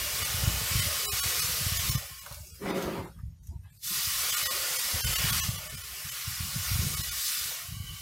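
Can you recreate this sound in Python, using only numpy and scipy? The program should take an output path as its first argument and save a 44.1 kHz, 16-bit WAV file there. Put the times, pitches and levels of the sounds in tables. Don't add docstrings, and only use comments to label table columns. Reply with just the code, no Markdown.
import sys
import numpy as np
from scipy import signal
from scipy.fft import rfft, irfft, dct, next_fast_len
from scipy.io import wavfile
from scipy.ndimage import uniform_filter1d, minimum_filter1d, map_coordinates

SR = 44100
rng = np.random.default_rng(int(sys.argv[2]) if len(sys.argv) > 2 else 0)


def convert_level_to_amplitude(level_db):
    exponent = np.asarray(level_db, float) / 20
    return 10 ** exponent


def master(y):
    cut = np.clip(np.atleast_2d(y).T, -1, 1)
    pcm = np.round(cut * 32767)
    wavfile.write(sys.argv[1], SR, pcm.astype(np.int16))


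N = 353241


def unit(x):
    return x / np.sqrt(np.mean(x ** 2) + 1e-20)


def curves(rows):
    seconds, *columns = np.transpose(rows)
    return [np.interp(np.arange(N) / SR, seconds, column) for column in columns]


def wobble(rate):
    knots = rng.standard_normal(int(N * rate / SR) + 4)
    return map_coordinates(knots, [np.arange(N) * rate / SR])


def summed(*db):
    return 10 * np.log10(sum(convert_level_to_amplitude(d) ** 2 for d in db) + 1e-12)


def swells(rows, rise_s):
    t = np.arange(0, N, 160) / SR
    levels = []
    for s, db, t60 in rows:
        rise_db = 20 * np.log10(np.clip((t - s) / rise_s, 1e-5, 1))
        levels.append(db - 60 * np.clip(t - s, 0, None) / t60 + rise_db)
    return np.interp(np.arange(N) / SR, t, summed(*levels))


def filtered(x, response):
    m = next_fast_len(N + SR // 2)
    return irfft(rfft(x, m) * response(np.fft.rfftfreq(m, 1 / SR)), m)[:N]


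def colour(points):
    f, db = np.transpose(points)
    return lambda hz: convert_level_to_amplitude(np.interp(np.log(hz + 1), np.log(f + 1), db, -120, -120))


def resonances(peaks):
    def response(f):
        total = 0
        for k, (centre, width, db) in enumerate(peaks):
            mode = 1j * f * width / (centre * centre - f * f + 1j * f * width)
            total = total + (-1) ** k * convert_level_to_amplitude(db) * mode
        return total
    return response


def rush(response, patchy_db, streak_db, spit_db):
    grains = (rng.random(N) < 1500 / SR) * rng.standard_normal(N)
    z = signal.stft(rng.standard_normal(N) + convert_level_to_amplitude(spit_db) * unit(grains), nperseg=1024)[2]

    def field(tall, long):
        smeared = uniform_filter1d(rng.standard_normal(z.shape), tall, 0)
        return unit(uniform_filter1d(smeared, long, 1))

    gain = convert_level_to_amplitude(patchy_db * field(14, 3) + streak_db * field(2, 14))
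    return unit(filtered(signal.istft(z * gain, nperseg=1024)[1][:N], response))


# delay in ms, share of the direct sound, dull above in Hz.
ECHOES = [(1.21, -0.35, 1500), (1.803, 0.06, 20000), (1.859, -0.09, 8400), (2.049, 0.05, 20000),
          (2.161, -0.03, 20000), (2.686, 0.31, 1500), (3.791, -0.26, 1500), (5.612, 0.25, 2400),
          (6.09, 0.08, 8800), (6.275, 0.19, 5800), (6.429, 0.1, 6400), (6.989, -0.35, 1800)]


def nearby(hz):
    total = 1
    for ms, share, dull_hz in ECHOES:
        total = total + share * np.exp(-2j * np.pi * hz * ms / 1000) / (1 + (hz / dull_hz) ** 2)
    return total


# time in seconds, steam level in dB, depth in the water as dB of stirring.
DIPS = [
    [(0.0, -35.5, 2.5), (0.7, -34, 0), (1.2, -32, -5), (1.75, -34, -3), (1.9, -31.5, -5.5),
     (2.05, -49, 2.5), (2.45, -98, 1)],
    [(3.7, -69, -11), (3.81, -62, -37), (3.835, -42, -24), (3.87, -36, -22), (3.95, -32.5, -10),
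     (4.5, -32, -2), (5.04, -33, -1), (5.38, -29, -6), (5.6, -43.5, 5)],
    [(5.8, -45, 2.5), (6.02, -40.5, 1), (6.49, -38, -2.5), (6.72, -33.5, -5.5), (7.12, -37.5, -5.5),
     (7.27, -31.5, -13), (7.49, -35.5, -8), (7.79, -48.5, -3.5), (8.01, -46.5, -5)],
]
# start in seconds, level in dB, t60 in seconds.
SPITS = [
    (2.8, -35.5, 0.21),
    (3.42, -59.5, 0.95),
    (3.7, -59, 1),
]
# frequency in Hz, level in dB per Hz.
SIZZLE = [(3000, -62), (3450, -3), (5100, -0.5), (7000, -3), (9500, -4.5), (13400, -3.5), (15200, -6),
          (16000, -9)]
# frequency in Hz, level in dB per Hz.
BOIL = [(600, -60), (970, -16), (1040, -3), (1500, -1.5), (2200, 0), (3300, 1), (3600, -8), (4200, -45)]
# centre in Hz, width in Hz, level in dB.
BLADE = [(1150, 70, -8), (1440, 70, -12), (1570, 50, -8), (1960, 60, -11), (2230, 150, -7), (2830, 40, -5),
         (3030, 60, -4), (3270, 50, -8)]
# time in seconds, share of the boil from 0 to 1.
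POCKETS = [
    (7.65, .01),
    (7.73, .2),
    (7.76, .48),
    (8.01, .48),
]


def steam():
    lift_s, surge_s, surge_half_s = 1.936, 5.26, 0.14
    dip_db, depth_db = curves(np.vstack(DIPS))
    t = np.arange(N) / SR
    since = t - lift_s
    drying_db = np.where(since > 0, -45 - 10.5 * since - 2.5 * since ** 2, -120)
    spray_db = curves([(0, -120)] + KNOCKS + [(3.3, -120)])[0] - 22
    sizzle_db = summed(dip_db, drying_db, spray_db, swells(SPITS, rise_s=0.066))
    surge_db = 3.5 * np.exp(-((t - surge_s) / surge_half_s) ** 2)
    boil_db = -6 + 0.32 * depth_db + surge_db
    share = np.clip(curves(POCKETS)[0], 0, 1)
    sizzle = rush(colour(SIZZLE), patchy_db=1.1, streak_db=1.5, spit_db=-11)
    boil = rush(colour(BOIL), patchy_db=0.5, streak_db=1.8, spit_db=-13)
    whistle = rush(lambda hz: resonances(BLADE)(hz) ** 2, patchy_db=1.1, streak_db=1.2, spit_db=-20)
    boil = np.sqrt(1 - share) * boil + np.sqrt(share) * convert_level_to_amplitude(5.5) * whistle
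    level = convert_level_to_amplitude(sizzle_db + 0.21 * wobble(13) + 0.77 * wobble(5))
    film = level * (sizzle + convert_level_to_amplitude(boil_db + 0.5 * wobble(8)) * boil)
    return convert_level_to_amplitude(1.5) * filtered(film, nearby)


# time in seconds, pitch in Hz, level in dB.
PIPING = [(7.7, 2960, -72), (7.75, 3000, -52), (7.79, 2990, -56), (7.84, 2970, -56), (7.89, 3030, -46),
          (7.93, 2970, -53), (7.975, 3060, -53), (8.01, 3050, -57)]


def piping():
    hz, db = curves(PIPING)
    started = np.arange(N) > PIPING[0][0] * SR
    level = convert_level_to_amplitude(db + 3 + 1.8 * wobble(40))
    return level * started * np.sin(2 * np.pi * np.cumsum(hz + 16 * wobble(60)) / SR)


# start in seconds, peak level in dB, pitch in Hz.
GURGLES = [(0.059, -32.5, 580), (1.059, -39, 400), (2.235, -53, 172), (2.264, -42, 568), (3.509, -41, 220),
           (3.905, -35, 182), (4.279, -40, 482), (5.658, -40.5, 600), (5.929, -47, 710), (6.997, -61, 174),
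           (7.512, -47, 488), (3.526, -44, 350), (3.911, -41, 332), (3.97, -45.5, 380), (5.74, -39, 200),
           (5.045, -34, 190), (4.5, -41, 200), (5.085, -46, 180), (6.555, -41, 243), (6.81, -40, 350),
           (6.845, -41, 278), (7.37, -45.5, 200), (2.09, -52, 297), (1.66, -46, 330), (6.774, -40, 199),
           (7.3, -43.5, 220), (2.46, -52, 360), (2.31, -41, 560), (2.37, -44, 580), (2.43, -47, 600),
           (3.515, -50, 650), (6.9, -45, 330), (7.1, -51, 340), (7.199, -60, 270), (5.42, -39, 490)]
# start in seconds, level in dB, t60 in seconds.
SPLASHES = [(2.0, -52, 0.51), (2.225, -58.5, 2.3), (3.15, -63, 0.91), (3.505, -56, 0.46), (6.8, -56, 0.82),
            (3.895, -56, 0.35), (5.65, -59, 0.32), (7.5, -50, .2)]
# time in seconds, level in dB, dB by which large bubbles rise and small ones
CHURN = [(0, 1.5, 3.5), (.5, 1, 1), (1.0, 4, 4), (1.4, 4, 1), (1.85, -2, -3), (2.3, 9, 0), (3.5, 4, 1),
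         (4.0, 2, 1.5), (4.4, 2.5, 2.5), (4.9, 1.5, 1), (5.4, -0.5, -1.5), (5.9, -0.5, 1.5),
         (6.25, -10, -6), (6.55, -9, -10), (6.9, 4.5, 4.5), (7.3, -1, 1.5), (7.6, -2, -3),
         (8.01, -9.5, -11)]
# frequency in Hz, level in dB per Hz.
WATER = [(140, -34), (230, -8), (320, -10), (470, -4), (550, -2.5), (750, -4), (980, -4), (1150, -34)]
# centre in Hz, half width in Hz, gain in dB.
NULLS = [(310, 45, -7), (670, 25, -4), (835, 22, -5)]


def slosh():
    bubbles, t = np.zeros(N + SR), np.arange(SR // 8) / SR
    for s, db, hz in GURGLES:
        swell = convert_level_to_amplitude(db + 4.0 - 60 * t / 0.072) * (1 - np.exp(-t / 0.0094))
        bubbles[round(s * SR):][:len(t)] += swell * np.sin(2 * np.pi * hz * t * (1 + 0.86 * t))
    dip_db, depth_db = curves(np.vstack(DIPS))
    churn_db, large_db = curves(CHURN)
    stirring_db = dip_db + depth_db - 16 + churn_db + 1.23 * wobble(12)
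    stir_db = summed(stirring_db, swells(SPLASHES, rise_s=0.017))

    def hollow(hz):
        dents_db = sum(db * np.exp(-((hz - c) / w) ** 2) for c, w, db in NULLS)
        return colour(WATER)(hz) * convert_level_to_amplitude(dents_db)

    water = rush(hollow, patchy_db=-0.5, streak_db=3.2, spit_db=-5)
    large = filtered(water, lambda hz: 1 / (1 + (hz / 452) ** 8))
    stirred = convert_level_to_amplitude(large_db) * large + convert_level_to_amplitude(-large_db) * (water - large)
    return convert_level_to_amplitude(stir_db) * stirred + bubbles[:N]


# time in seconds, knock level in dB.
KNOCKS = [(2.579, -60), (2.623, -35.5), (2.705, -28), (2.735, -34.5), (2.78, -26.5), (2.8, -31),
          (3.0, -33.5), (3.1, -47.5), (3.22, -60)]
# time in seconds, slip rate in Hz.
SLIPS = [(2.6, 188), (2.8, 182.7), (2.9, 170.6), (3.1, 172.8)]
# centre in Hz, width in Hz, level in dB.
TROUGH = [(188, 53, 5.5), (374, 63, 6.5), (547, 12.5, 7), (915, 100, -28), (1195, 89, -10.5),
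          (2210, 94, -36), (2860, 36, -24)]
# frequency in Hz, level in dB per Hz.
GRIT = [(300, -25), (600, 0), (1200, -4), (2200, -8), (3200, -14.5), (5000, -17.5), (7000, -42)]
# start in seconds, level in dB, t60 in seconds.
SCUFFS = [(2.25, -48, 0.22), (2.3, -53, 0.48), (2.54, -53, 0.13), (3.07, -60, 0.23), (3.63, -57, 0.66),
          (3.47, -65, 0.28)]


def drag():
    knock_db, = curves(KNOCKS)
    turns = np.cumsum(curves(SLIPS)[0] * (1 + 0.037 * wobble(60))) / SR
    slipping = np.diff(np.floor(turns), prepend=0) > 0
    slips = slipping * convert_level_to_amplitude(4.6 * rng.standard_normal(N) + 1.9 * wobble(24.9))
    body = unit(filtered(unit(slips) + 1.64 * rng.standard_normal(N), resonances(TROUGH)))
    grit = rush(colour(GRIT), patchy_db=1.5, streak_db=3, spit_db=-5.0)
    t = np.arange(N) / SR
    start_s, stop_s = KNOCKS[0][0], KNOCKS[-1][0]
    moving = np.clip(np.minimum(t - start_s, stop_s - t) / 0.033, 0, 1)
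    gathers = np.clip((t - start_s) / 0.093, 0, 1)
    thins = np.clip((stop_s - .01 - t) / 0.26, 0, 1)
    grit_db = -41.5 + 3.5 + 0.8 * (knock_db + 29.5)
    brush = unit(filtered(grit, lambda hz: hz / (hz + 3000) / (1 + (hz / 3300) ** 4)))
    scuffs = convert_level_to_amplitude(swells(SCUFFS, rise_s=0.023)) * brush
    return moving * (convert_level_to_amplitude(knock_db - 2.5) * body + convert_level_to_amplitude(grit_db) * thins * gathers * grit) + scuffs


# start in seconds, peak level in dB,
# pitch in Hz.
DROPS = [(2.235, -38, 2840), (2.263, -25.5, 1140), (2.264, -32, 1550), (2.311, -28, 1170),
         (2.324, -31, 4320), (2.345, -33, 6080), (2.47, -37, 6590), (3.189, -35, 1155), (3.192, -49, 1520),
         (3.191, -43, 1950), (3.434, -43.5, 6200), (3.471, -39.5, 6250), (3.529, -50, 800),
         (2.825, -32, 6200), (2.834, -36, 3250), (2.555, -39, 2750), (3.64, -47, 2600), (3.66, -47, 2900),
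         (3.635, -50, 3600)]


def drops():
    out, t = np.zeros(N + SR), np.arange(SR // 12) / SR
    for s, db, hz in DROPS:
        crack = convert_level_to_amplitude(-60 * t / 0.0034) * rng.standard_normal(len(t)) * np.clip(hz / 4000, .2, 1)
        spray = convert_level_to_amplitude(-11.0 - 60 * t / 0.06) * rng.standard_normal(len(t)) * np.clip(hz / 4000, 0, 1)
        jitter = np.cumsum(0.19 * rng.standard_normal(len(t)))
        plink = convert_level_to_amplitude(-15.0 - 60 * t / 0.1) * np.sin(2 * np.pi * hz * t + jitter)
        out[round(s * SR):][:len(t)] += convert_level_to_amplitude(db + 0.5) * (crack + spray + plink)
    return filtered(out[:N], lambda hz: hz > 600)


# start in seconds, peak level in dB, swing in Hz, wake relative to the peak in dB.
PUFFS = [(0.212, -27, 84.4, -33), (0.333, -21.5, 90.5, -35), (0.463, -13, 100, -20),
         (0.743, -18, 111, -15.5), (0.857, -17.5, 79.5, -24), (1.123, -25.5, 80, -45),
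         (1.248, -22, 89, -31), (1.654, -19, 100, -30), (1.71, -19, 93.5, -32), (1.94, -15, 129, -27),
         (2.302, -29.5, 69.6, -17.5), (2.395, -29.5, 72.7, -27), (2.517, -39, 65, -22),
         (2.98, -33.5, 100, -7), (3.224, -25, 103, -14), (3.269, -25, 62, -27), (3.479, -29.5, 75.4, -14),
         (3.549, -30.5, 70, -11), (4.062, -28, 88, -29), (4.932, -22.5, 100, -17), (5.041, -25, 102, -9),
         (5.083, -23, 90, -30), (5.232, -19, 144, -21), (5.25, -25, 100, -20), (5.477, -16, 121, -23.5),
         (6.267, -24, 94, -19), (6.395, -20, 82, -22), (6.42, -23.5, 80, -26), (6.549, -22, 136, -20),
         (6.586, -30, 91, -23), (6.704, -21.5, 100, -12), (6.838, -23, 131, -12.5), (6.983, -23, 96, -16),
         (7.675, -30.5, 79, -25), (7.792, -22.5, 94, -36)]
# start in seconds, peak level in dB, swing in Hz.
FLAPS = [(0.426, -19, 107), (.53, -23, 86), (.56, -25, 78), (.605, -25, 107), (.784, -18.5, 96),
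         (1.434, -26.5, 109), (1.601, -26, 118), (1.631, -30, 87), (1.783, -21, 74), (1.886, -23, 105),
         (1.908, -29, 111), (5.183, -24, 70), (5.311, -26, 119), (5.387, -30, 88), (5.729, -31, 134),
         (6.746, -22, 120), (6.78, -22, 110), (6.805, -23, 100), (6.892, -26, 93), (7.756, -27, 115),
         (7.909, -36, 87)]
# start in seconds, level in dB.
EDDIES = [(.41, -32), (.52, -42), (.6, -48), (.785, -35), (1.55, -46), (1.6, -44), (1.78, -43), (1.87, -32),
          (2.1, -47), (2.65, -42), (2.85, -39), (4.42, -44.5), (5.085, -53), (5.18, -36), (5.305, -36),
          (5.39, -41.5), (5.56, -41), (5.72, -38), (6.04, -42.5), (6.42, -44), (6.74, -28.5), (6.78, -27.5),
          (6.89, -44), (7.08, -48.5), (7.92, -64.5)]
# time in seconds, buffet level in dB.
GUSTS = [(0.0, -49.5), (0.6, -37.5), (1.15, -53.5), (1.7, -39), (1.95, -41), (2.05, -56.5), (3.55, -49.5),
         (3.77, -61.5), (4.05, -54.5), (4.6, -58.5), (4.9, -59), (5.2, -43.5), (5.9, -52), (6.2, -59),
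         (6.8, -40), (7.25, -57), (7.55, -62), (7.75, -44)]
# frequency in Hz, level in dB per Hz.
BUFFET = [(12, -57), (20, -38), (61, 2), (90, -3), (160, -9), (264, -26), (520, -37), (880, -120)]


def wind():
    rumble = rush(colour(BUFFET), patchy_db=-3.5, streak_db=3.5, spit_db=-33.0)
    even = rumble / np.sqrt(np.abs(uniform_filter1d(rumble ** 2, size=2600)) + 0.038)
    pushes, t = np.zeros(N + SR), np.arange(SR // 8) / SR - .014
    for s, db, hz, *_ in PUFFS + FLAPS:
        swing = np.exp(-np.where(t < 0, (t / 0.0032) ** 2, t / 0.0098))
        turn = 2 * np.pi * hz * t * (1 - 2.0 * t)
        push = np.cos(turn) + 0.054 * swing ** 2 * np.cos(2 * turn)
        pushes[round(s * SR):][:len(t)] += convert_level_to_amplitude(db - 1.0) * swing * push
    wake_t60_s = 0.38
    wakes = [(s, db + wake_db + 5.0, wake_t60_s) for s, db, _, wake_db in PUFFS]
    wakes += [(s, db, wake_t60_s) for s, db in EDDIES]
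    gust_db = curves(GUSTS)[0] + 3.1 * wobble(9) + 3.2 * wobble(30)
    buffet_db = summed(gust_db, swells(wakes, rise_s=0.0095))
    thuds = filtered(pushes[:N], lambda hz: hz ** 2 / (hz ** 2 + 55 ** 2) / (1 + (hz / 270) ** 4))
    return convert_level_to_amplitude(buffet_db) * even + thuds


# frequency in Hz, level in dB per Hz.
YARD = [(150, -24), (300, 6.5), (1000, 3.5), (4000, -1), (9000, -7), (14000, -30), (16000, -42)]


def yard():
    return convert_level_to_amplitude(-64.5) * rush(colour(YARD), patchy_db=-3.0, streak_db=1.5, spit_db=-24.0)


def scene():
    hush = yard()
    return np.tile(steam() + slosh() + drag() + wind() + drops() + piping() + hush, (2, 1))


# frequency in Hz, level in dB.
HUSH = [(150, -120), (250, -90), (900, -92), (1500, -98), (5000, -97), (11000, -96), (13500, -92),
        (16000, -86)]
# centre in seconds, half length in seconds, centre in Hz, half width in Hz,
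# gain in dB.
BAND_DIPS = [(2.45, .04, 3040, 110, -24), (2.495, .045, 3110, 120, -34), (2.54, .045, 800, 220, -14),
             (3.825, .025, 1200, 500, -14), (3.86, .04, 700, 220, -8), (2.49, .09, 1500, 700, -8),
             (2.46, .06, 3700, 400, -8), (7.82, .04, 3430, 90, -14), (7.97, .03, 3430, 80, -12),
             (7.83, .08, 1330, 50, -10), (7.8, .08, 920, 60, -8), (7.84, .06, 2640, 90, -10),
             (7.68, .05, 930, 60, -10), (6.4, .15, 540, 130, -10), (4.22, .14, 280, 70, -13),
             (2.5, .08, 2050, 220, -10), (7.72, .1, 470, 80, -9), (7.95, .08, 600, 120, -7),
             (3.97, .08, 560, 90, -8), (5.93, .06, 920, 60, -9), (3.25, .1, 10500, 2500, -5),
             (7.9, .12, 350, 90, -8), (7.25, .2, 570, 70, -6)]


def suppress(x, memory_db, deepest_db):
    hz, t, z = signal.stft(x, SR, nperseg=1024)
    power = uniform_filter1d(uniform_filter1d(np.abs(z) ** 2, size=5, axis=1), size=2, axis=0)
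    past = uniform_filter1d(signal.lfilter([.015], [1, -.985], power), size=5, axis=0)
    memory = convert_level_to_amplitude(2 * memory_db) * ((hz > 200) / (1 + (hz / 5000) ** 2))[:, None]
    expected = colour(HUSH)(hz)[:, None] ** 2 + memory * past
    deepest = convert_level_to_amplitude(deepest_db * (1 + (hz > 13600)))[:, None]
    gain = np.clip(1 - expected / (power + 1e-18), deepest, 1)
    for s, half_s, centre_hz, half_hz, db in BAND_DIPS:
        near = np.exp(-((t - s) / half_s) ** 2 - ((hz[:, None] - centre_hz) / half_hz) ** 2)
        gain = gain * convert_level_to_amplitude(db * near)
    return signal.istft(z * gain, SR, nperseg=1024)[1][:N]


# centre in seconds, noise left in dB.
STARVED = [(1.076, -33), (1.103, -32), (1.217, -31), (2.525, -13), (2.728, -32), (3.409, -11), (4.49, -30),
           (5.028, -26), (5.42, -29)]
PINCHED_S = [.241, .812, 1.413, 1.785, 1.906, 1.969, 2.205, 3.065, 3.717, 3.785, 4.316, 4.36, 4.447, 4.781,
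             5.059, 5.148, 5.176, 5.317, 5.573, 5.688, 5.764, 5.83, 6.108, 6.961, 7.026, 7.105]


def thin(x, step_db, spare_db, line_db):
    frame, starved_ms, pinched_ms, stagger_ms = 2048, 28, 11, 11
    pad, t = np.pad(x, frame), (np.arange(frame) - frame // 2) / SR
    left, lines = np.ones(len(pad)), np.zeros(len(pad))
    short = [(s, starved_ms, db) for s, db in STARVED] + [(s, pinched_ms, -16) for s in PINCHED_S]
    for s, ms, left_db in short:
        at = round(s * SR) + frame // 2
        here = slice(at, at + frame)
        gate = np.sin(np.pi / 2 * np.clip((ms + 17 - 2000 * np.abs(t)) / 22, 0, 1))
        c = dct(pad[here] * gate, 4, norm="ortho")
        band = np.sqrt(uniform_filter1d(c ** 2, size=75) + 1e-16)
        spared = (band > convert_level_to_amplitude(spare_db) * np.median(band)) | (np.arange(frame) < 14)
        tallest = np.abs(c) >= -minimum_filter1d(-np.abs(c), size=21)
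        kept = tallest & (np.abs(c) > convert_level_to_amplitude(step_db) * band) & (band > convert_level_to_amplitude(-8) * np.mean(band))
        left[here] -= gate ** 2 * (1 - convert_level_to_amplitude(2 * left_db))
        lines[here] += gate * dct(c * spared, 4, norm="ortho")
        early = rng.random(frame) < .5
        size = convert_level_to_amplitude(line_db + 1.5 * rng.standard_normal(frame)) * ((starved_ms + 6) / (ms + 6)) ** .35
        for shift, mine in ((-0.75, early), (0.73, ~early)):
            window = np.cos(np.pi / 2 * np.clip((1000 * t - shift * stagger_ms) / starved_ms, -1, 1))
            lines[here] += window * dct(c * size * (kept & ~spared & mine), 4, norm="ortho")
    return (pad * np.sqrt(np.clip(left, 1e-4, 1)) + lines)[frame:-frame]


# centre in seconds, centre in Hz.
SPLIT = [(.334, 9260), (.521, 4950), (1.309, 13740), (1.447, 8950), (1.448, 5720), (1.45, 11750),
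         (1.519, 7880), (1.609, 10680), (1.681, 14500), (3.979, 8260), (4.072, 9640), (4.072, 15100),
         (4.212, 6290), (4.212, 15100), (4.223, 8570), (4.653, 15100), (4.663, 12400), (4.978, 9000),
         (5.233, 8260), (6.021, 15100), (6.046, 8960), (6.346, 6930), (6.348, 5120), (6.37, 11020),
         (6.58, 6890), (6.789, 9600), (7.137, 13130), (7.394, 5000)]


def split(x, side_db):
    side, window = np.zeros(N), np.hanning(2048)
    hz = np.fft.rfftfreq(2048, 1 / SR)
    for s, centre_hz in SPLIT:
        at = round(s * SR) - 1024
        size = np.abs(rfft(x[at:at + 2048])) * (np.abs(hz - centre_hz) < 750)
        noise = irfft(size * np.exp(2j * np.pi * rng.random(len(hz))))
        side[at:at + 2048] += np.sqrt(window) * noise
    return np.array([x + convert_level_to_amplitude(side_db) * side, x - convert_level_to_amplitude(side_db) * side])


def roll_off(x):
    return signal.sosfilt(signal.butter(12, 16610, fs=SR, output="sos"), x)


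def record(dry):
    limited = filtered(dry[0], lambda hz: hz < 15830)
    clean = suppress(limited, memory_db=-17, deepest_db=-14)
    thinned = thin(clean, step_db=7.5, spare_db=9.5, line_db=9)
    mix = split(thinned, side_db=-4.0)
    return roll_off(mix)


dry = scene()
out = record(dry)
master(out)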